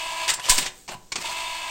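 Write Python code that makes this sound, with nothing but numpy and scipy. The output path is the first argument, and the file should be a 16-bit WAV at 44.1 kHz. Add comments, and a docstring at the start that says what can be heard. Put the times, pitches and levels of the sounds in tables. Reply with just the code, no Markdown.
"""A thermal ticket printer on a table in a small room, with the microphone close by.
Its stepper motor feeds paper with a buzz and stops. The cutter clacks and its motor whines as the
steel blade shears the ticket and returns; a puff of air reaches the microphone at the cut.
The ticket rustles as a hand takes it, the plastic paper guide clicks, and the feed starts again
with a hiss of fresh paper and a squeal from the roller."""
import sys
import numpy as np
from scipy import signal
from scipy.fft import rfft, irfft
from scipy.io import wavfile
from scipy.ndimage import map_coordinates

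SR = 44100
rng = np.random.default_rng(int(sys.argv[2]) if len(sys.argv) > 2 else 0)


def generate_wav(signal):
    """Clip the signal to [-1, 1] and save it as 16-bit WAV at the path in sys.argv[1]."""
    frames = np.transpose(np.atleast_2d(signal))
    scaled = np.clip(frames, -1, 1) * 32767
    pcm = np.round(scaled).astype(np.int16)
    wavfile.write(sys.argv[1], SR, pcm)


N = 74970
T = np.arange(N) / SR
BLOW_RISE_S = 0.0003


def amp(db):
    """Decibels to gain."""
    return 10 ** (np.asarray(db) / 20)


def unit(x):
    """Scales to an rms of one."""
    return x / np.sqrt(np.mean(x ** 2) + 1e-20)


def read(points, hz):
    """Reads a table on a log-frequency axis."""
    f, value = np.transpose(points)
    return np.interp(np.log(hz + 1), np.log(f + 1), value)


def level(points):
    """Gain from time_s, level_db points; silent outside them, but held to a scene edge within 50 ms."""
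    s, db = np.transpose(points)
    started = (T >= s[0]) | (s[0] < .05)
    running = (T <= s[-1]) | (s[-1] > T[-1] - .05)
    return amp(np.interp(T, s, db)) * (started & running)


def add(mix, start_s, sound):
    """Mixes a sound in at a time."""
    part = mix[round(start_s * SR):][:len(sound)]
    part += sound[:len(part)]


def colour(x, spectrum, tilt_db=0):
    """Shapes a signal by a spectrum and a tilt per octave about 4 kHz, at an rms of one."""
    hz = np.fft.rfftfreq(len(x), 1 / SR)
    octaves = np.log2(np.maximum(hz, 700) / 4000)
    return unit(irfft(rfft(x) * amp(read(spectrum, hz) + tilt_db * octaves), len(x)))


def drift(rate_hz):
    """Smooth random motion up to a rate."""
    hz = np.fft.rfftfreq(N, 1 / SR)
    return unit(irfft(rfft(rng.standard_normal(N)) * np.exp(-(hz / rate_hz) ** 2), N))


def grains(spread_db):
    """Dense micro-impacts of uneven strength."""
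    return rng.standard_normal(N) * amp(spread_db * drift(rate_hz=700))


def ring(modes):
    """Decaying modes after one blow."""
    return sum(amp(db - 60 * T / t60) * np.sin(2 * np.pi * (hz * T + rng.random()))
               for hz, db, t60 in modes)


def blows(hits, spectrum, modes, hold_s=0.0077):
    """Each blow rattles for a few milliseconds, dies away and leaves its part ringing."""
    out, rise = np.zeros(N), 1 - np.exp(-T / BLOW_RISE_S)
    for start_s, db, t60, tilt_db, ring_db in hits:
        decay = amp(-60 * np.maximum(T - hold_s, 0) / t60)
        rattle = colour(grains(spread_db=0), spectrum, tilt_db) * decay
        ringing = ring(modes) * amp(ring_db) / np.sqrt(len(modes))
        add(out, start_s, amp(db) * rise * (rattle + ringing))
    return out


def knocks(hits, modes):
    """Dull blows that only ring the modes, lower or higher by where they land."""
    out, rise = np.zeros(N), 1 - np.exp(-T / BLOW_RISE_S)
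    for start_s, db, ratio in hits:
        shifted = [(hz * ratio, mode_db, t60) for hz, mode_db, t60 in modes]
        add(out, start_s, amp(db) * rise * ring(shifted))
    return out


def whistle(hz, width_hz):
    """A rough tone that follows a pitch."""
    carrier = np.exp(2j * np.pi * np.cumsum(hz * np.ones(N)) / SR)
    return unit((carrier * (drift(width_hz) + 1j * drift(width_hz))).real)


def paper_feed(step_hz=328.4, wobble_hz=1.5, steps_per_cycle=6, gears_db=-7, rub_db=-5, flutter_db=.5):
    """Stepper tones, gear rattle repeating every few steps, and paper rubbing in step."""
    # tones of the stepper: step_rate_multiple, level_db
    harmonics = [(1, -65), (2, -50.5), (3, -41.5), (5, -46.5), (6, -53), (7, -47), (8, -51), (9, -53),
                 (11, -55)]
    # their swell in each feed: time_s, gain_db
    first_tones = [(0, -1), (.12, 0), (.235, 2.5), (.28, -2), (.33, -20)]
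    second_tones = [(1.18, -20), (1.25, -6), (1.36, -3), (1.7, -1.5)]
    # effort of gears and paper in each feed: time_s, level_db
    first_effort = [(0, -29.5), (.09, -30), (.17, -30), (.2, -28.5), (.25, -26.5), (.28, -33), (.33, -37),
                    (.36, -66)]
    second_effort = [(1.17, -73.5), (1.205, -37), (1.24, -33.5), (1.255, -26), (1.33, -31), (1.37, -28),
                     (1.47, -30.5), (1.51, -30.5), (1.7, -31.5)]
    # colour of gears and paper: frequency_hz, gain_db
    spectrum = [(100, -12), (520, -20.5), (660, 6.5), (760, -3), (900, 8), (1040, 10), (1150, -10.5),
                (1280, 2), (1480, -13.5), (1750, -0.5), (1880, -8.5), (2090, 6), (2400, -3), (2620, 7),
                (2860, 4), (2970, 2.5), (3400, -0.5), (3600, 3), (3950, -6.5), (4240, 2), (5500, -8.5),
                (8400, -4.5), (9900, -19), (16000, -21.5)]
    steps = np.cumsum(step_hz + wobble_hz * drift(rate_hz=27.2)) / SR
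    cycles = steps / steps_per_cycle
    tones = np.zeros(N)
    for k, db in harmonics:
        flutter = 1 + .3 * (drift(rate_hz=70) + 1j * drift(rate_hz=70))
        tones += np.sqrt(2) * amp(db) * (flutter * np.exp(2j * np.pi * (k * steps + rng.random()))).real
    tones *= level(first_tones) + level(second_tones)
    teeth = rng.standard_normal(round(SR * steps_per_cycle / step_hz))  # one cycle of rattle
    gears = map_coordinates(teeth, [cycles % 1 * len(teeth)], order=3, mode="grid-wrap")
    pulsing = 1 + .1 * np.cos(2 * np.pi * steps) + .14 * np.cos(2 * np.pi * cycles)
    rub = grains(spread_db=-1.5) * pulsing
    rattle = amp(gears_db) * colour(gears, spectrum) + amp(rub_db) * colour(rub, spectrum)
    rattle *= level(first_effort) + level(second_effort)
    return (rattle + tones) * amp(flutter_db * drift(rate_hz=78))


def room_tone(level_db=-51):
    """The steady air of the room, mostly low rumble."""
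    # colour of the air: frequency_hz, gain_db
    spectrum = [(20, 21), (50, 2.5), (90, -3), (160, -2), (400, -3), (900, -13.5), (2000, -16), (8000, -7),
                (10000, -21.5), (16000, -19)]
    return amp(level_db) * colour(rng.standard_normal(N), spectrum)


def cutter_clacks():
    """The cutter's blows rattle and set the steel blade ringing."""
    # blows: start_s, level_db, t60_s, tilt_db_per_octave, ring_db
    hits = [(.2787, -22, 0.17, -2, -13), (.291, -19, 0.039, -1.5, -13), (0.2984, -19.5, 0.054, -2, 3),
            (.317, -29.5, 0.07, -4.5, -12), (.3368, -25, 0.021, 3.5, 6), (.3746, -40, 0.13, -8.5, -22),
            (.3955, -31.5, 0.022, -5, -14), (.4865, -24, .08, 0, -21), (.4952, -10.5, 0.12, 2.5, -1),
            (.508, -28.5, 0.048, -5.5, -2), (.5795, -17, 0.065, .7, -13)]
    # their colour: frequency_hz, gain_db
    spectrum = [(60, -7), (250, -19), (500, -17), (1000, -4.5), (1400, -1), (2200, 4), (4500, 3),
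                (6300, 1.5), (8500, 4.5), (9900, -10), (12800, -14), (15500, -12)]
    # modes of the blade: pitch_hz, level_db, t60_s
    steel = [(3015, -8, .12), (4620, -10, .1), (5135, -9, .12), (5728, -10, .12), (7195, -7, .12),
             (7522, -2, .14), (7665, -2, .12), (7770, -4, .1), (8100, -1, .13), (8276, 0, .13),
             (8564, -5, .12), (8950, -7, .1)]
    return blows(hits, spectrum, steel)


def housing_knocks():
    """Knocks ring the housing in the midrange."""
    # knocks: start_s, level_db, pitch_ratio
    hits = [(.317, -29, 0.91), (.338, -35, 0.97), (.388, -29.5, 0.96), (0.486, -19, 0.96),
            (0.519, -18.5, 1), (.582, -27, 0.95), (.945, -35.5, 0.96), (1.244, -28, 0.9)]
    # modes of the housing: pitch_hz, level_db, t60_s
    modes = [(722, -4, 0.034), (850, -12.5, 0.034), (1029.6, -1, 0.11)]
    return knocks(hits, modes)


def blade_stroke():
    """The blade scrapes through the paper and back; fibres part at it and brush past."""
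    # sliding blade and parting fibres: time_s, level_db
    slide = [(.35, -71), (.42, -45.5), (.447, -32.5), (.456, -30.5), (.48, -30.5), (.53, -32.5),
             (.575, -28), (.605, -34.5), (.63, -27.5), (.653, -34), (.665, -24.5), (.685, -35), (.71, -61),
             (.75, -92), (.87, -78)]
    shear = [(.52, -26), (.56, -30), (.62, -31), (.66, -52), (.705, -58), (.775, -51), (.87, -57.5)]
    # colour of each: frequency_hz, gain_db
    blade = [(100, 1), (280, -12), (480, -2.5), (700, 4.5), (1400, -1), (2900, 7), (4500, 3), (6300, 0.5),
             (8300, 0.5), (9900, -15), (16000, -20)]
    fibres = [(300, -17), (3000, 0), (6000, 0), (8200, 9.5), (10000, -8), (15500, -4)]
    scrape = colour(grains(spread_db=2), blade) * level(slide)
    return scrape + colour(grains(spread_db=3), fibres) * level(shear)


def cutter_motor():
    """The motor whines up and sags under load, with three rougher overtones."""
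    # course of the whine: time_s, pitch_hz, level_db
    course = [(.393, 2300, -58), (.403, 2450, -41), (.418, 2800, -46), (.438, 3060, -38.5),
              (.47, 2850, -39), (.495, 2500, -46)]
    s, hz, db = np.transpose(course)
    pitch = np.interp(T, s, hz)
    second, third, fourth = (whistle(k * pitch, width_hz=1800) for k in (2, 3, 4))
    whine = whistle(pitch, width_hz=180) + amp(-19) * (second + third) + amp(-11.5) * fourth
    return whine * level(np.c_[s, db])


def case_bumps():
    """Soft bumps ring the low modes of the case."""
    # bumps: start_s, level_db, pitch_ratio
    hits = [(.499, -36, .65), (.583, -33.5, 0.99), (.95, -42.5, 0.68), (1.1515, -44, 1.1)]
    # modes of the case: pitch_hz, level_db, t60_s
    modes = [(162, -8, 0.27), (266, 6, 0.049), (330, -12.5, 0.075)]
    return knocks(hits, modes)


def air_puff(start_s=.499, swing_s=0.023, gain_db=-5):
    """Air hits the microphone at the cut: one slow swing of pressure and its rebound."""
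    age = np.maximum(T - start_s, 0) / swing_s
    rise = 1 - np.exp(-age / 0.69)
    return -amp(gain_db) * rise * (1 - age) * np.exp(-age)


def ticket_pull():
    """The ticket rustles as it rubs out of the slot."""
    # rubbing: time_s, level_db
    pull = [(.877, -59), (.88, -44), (.902, -39.5), (.912, -36.5), (.923, -37.5), (.946, -39.5),
            (.962, -53.5), (.99, -70), (1.08, -88)]
    # colour of the ticket: frequency_hz, gain_db
    paper = [(60, -18), (160, -2), (300, -18), (480, -3), (780, 9.5), (1250, -4), (1600, -2), (2150, -4),
             (2720, 0), (3550, -4.5), (4200, -3.5), (5200, -12.5), (8500, -6), (10000, -20), (16000, -21)]
    return colour(grains(spread_db=3), paper) * level(pull)


def guide_clicks():
    """The plastic paper guide clicks and rings briefly."""
    # clicks: start_s, level_db, t60_s, tilt_db_per_octave, ring_db
    hits = [(.8782, -38, .04, -1, -1), (.8884, -32, .035, -4, -10), (1.1195, -26, .05, -.5, 5.5),
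            (1.1565, -23.5, .045, -1.3, -8), (1.1805, -33.5, .025, -5, 0)]
    # their colour: frequency_hz, gain_db
    spectrum = [(60, -9.5), (300, -4), (600, -8), (1000, 1.5), (1600, -4), (2400, 4), (3300, 0),
                (4400, 2.5), (6000, 2.5), (8700, -1.5), (9800, -24), (16000, -25)]
    # modes of the guide: pitch_hz, level_db, t60_s
    modes = [(2245, 0, .075), (2410, -4, .07), (4290, -2, .05)]
    return blows(hits, spectrum, modes)


def slot_hiss():
    """Fresh paper hisses through the slot."""
    # hiss: time_s, level_db
    swell = [(1.17, -39), (1.2, -44.5), (1.217, -32), (1.232, -42), (1.26, -43.5), (1.33, -38)]
    # its colour: frequency_hz, gain_db
    spectrum = [(150, 2), (500, -1), (1500, 7), (2800, 2), (4500, 5), (8500, 3.5), (10000, -9.5),
                (15500, -9)]
    return colour(grains(spread_db=2), spectrum) * level(swell)


def roller_squeal():
    """The feed roller squeals on one thin note."""
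    # squeal: time_s, level_db
    swell = [(1.3, -58), (1.37, -48), (1.43, -48), (1.47, -41), (1.5, -48), (1.69, -51)]
    return whistle(hz=3620, width_hz=40) * level(swell)


def on_table(x):
    """The table under the printer adds its resonances to the sound."""
    # resonances: centre_hz, width_hz, gain_db
    modes = [(159, 15, -16), (363.3, 9.6, 9.5)]
    return x + sum(amp(db) * signal.lfilter(*signal.iirpeak(hz, hz / width, SR), x)
                   for hz, width, db in modes)


def room_reverb(x, rise_s=0.0027):
    """The small room's diffuse tail, each band dying at its own speed."""
    # reverberation: frequency_hz, t60_s
    decay = [(200, 0.6), (1000, 0.42), (3000, 0.26), (8000, 0.25), (12000, 0.15)]
    hz, t, bands = signal.stft(rng.standard_normal(SR), SR, nperseg=256)
    tail = signal.istft(bands * amp(-60 * t / read(decay, hz)[:, None]), SR, nperseg=256)[1]
    tail *= np.minimum(T[:len(tail)] / rise_s, 1)
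    return signal.fftconvolve(x, tail / np.linalg.norm(tail))[:N]


def scene():
    """The printer on its table, close to one microphone, with the room behind it."""
    feed = paper_feed()
    cutter = cutter_motor() + blade_stroke() + cutter_clacks() + housing_knocks()
    ticket = ticket_pull() + slot_hiss() + roller_squeal() + guide_clicks() + case_bumps()
    printer = on_table(feed + cutter + ticket)
    air = room_tone()
    return (printer + amp(-11) * room_reverb(printer) + air_puff() + air)[None]


def record(dry, ceiling=.72, edge_hz=15950):
    """Soft overload on the loudest blow, then the band limit."""
    held = dry / (1 + (dry / ceiling) ** 4) ** .25
    lowpass = signal.firwin(511, edge_hz, window=("kaiser", 9), fs=SR)
    return signal.oaconvolve(held, lowpass[None], "same")


dry = scene()
out = record(dry)
generate_wav(out)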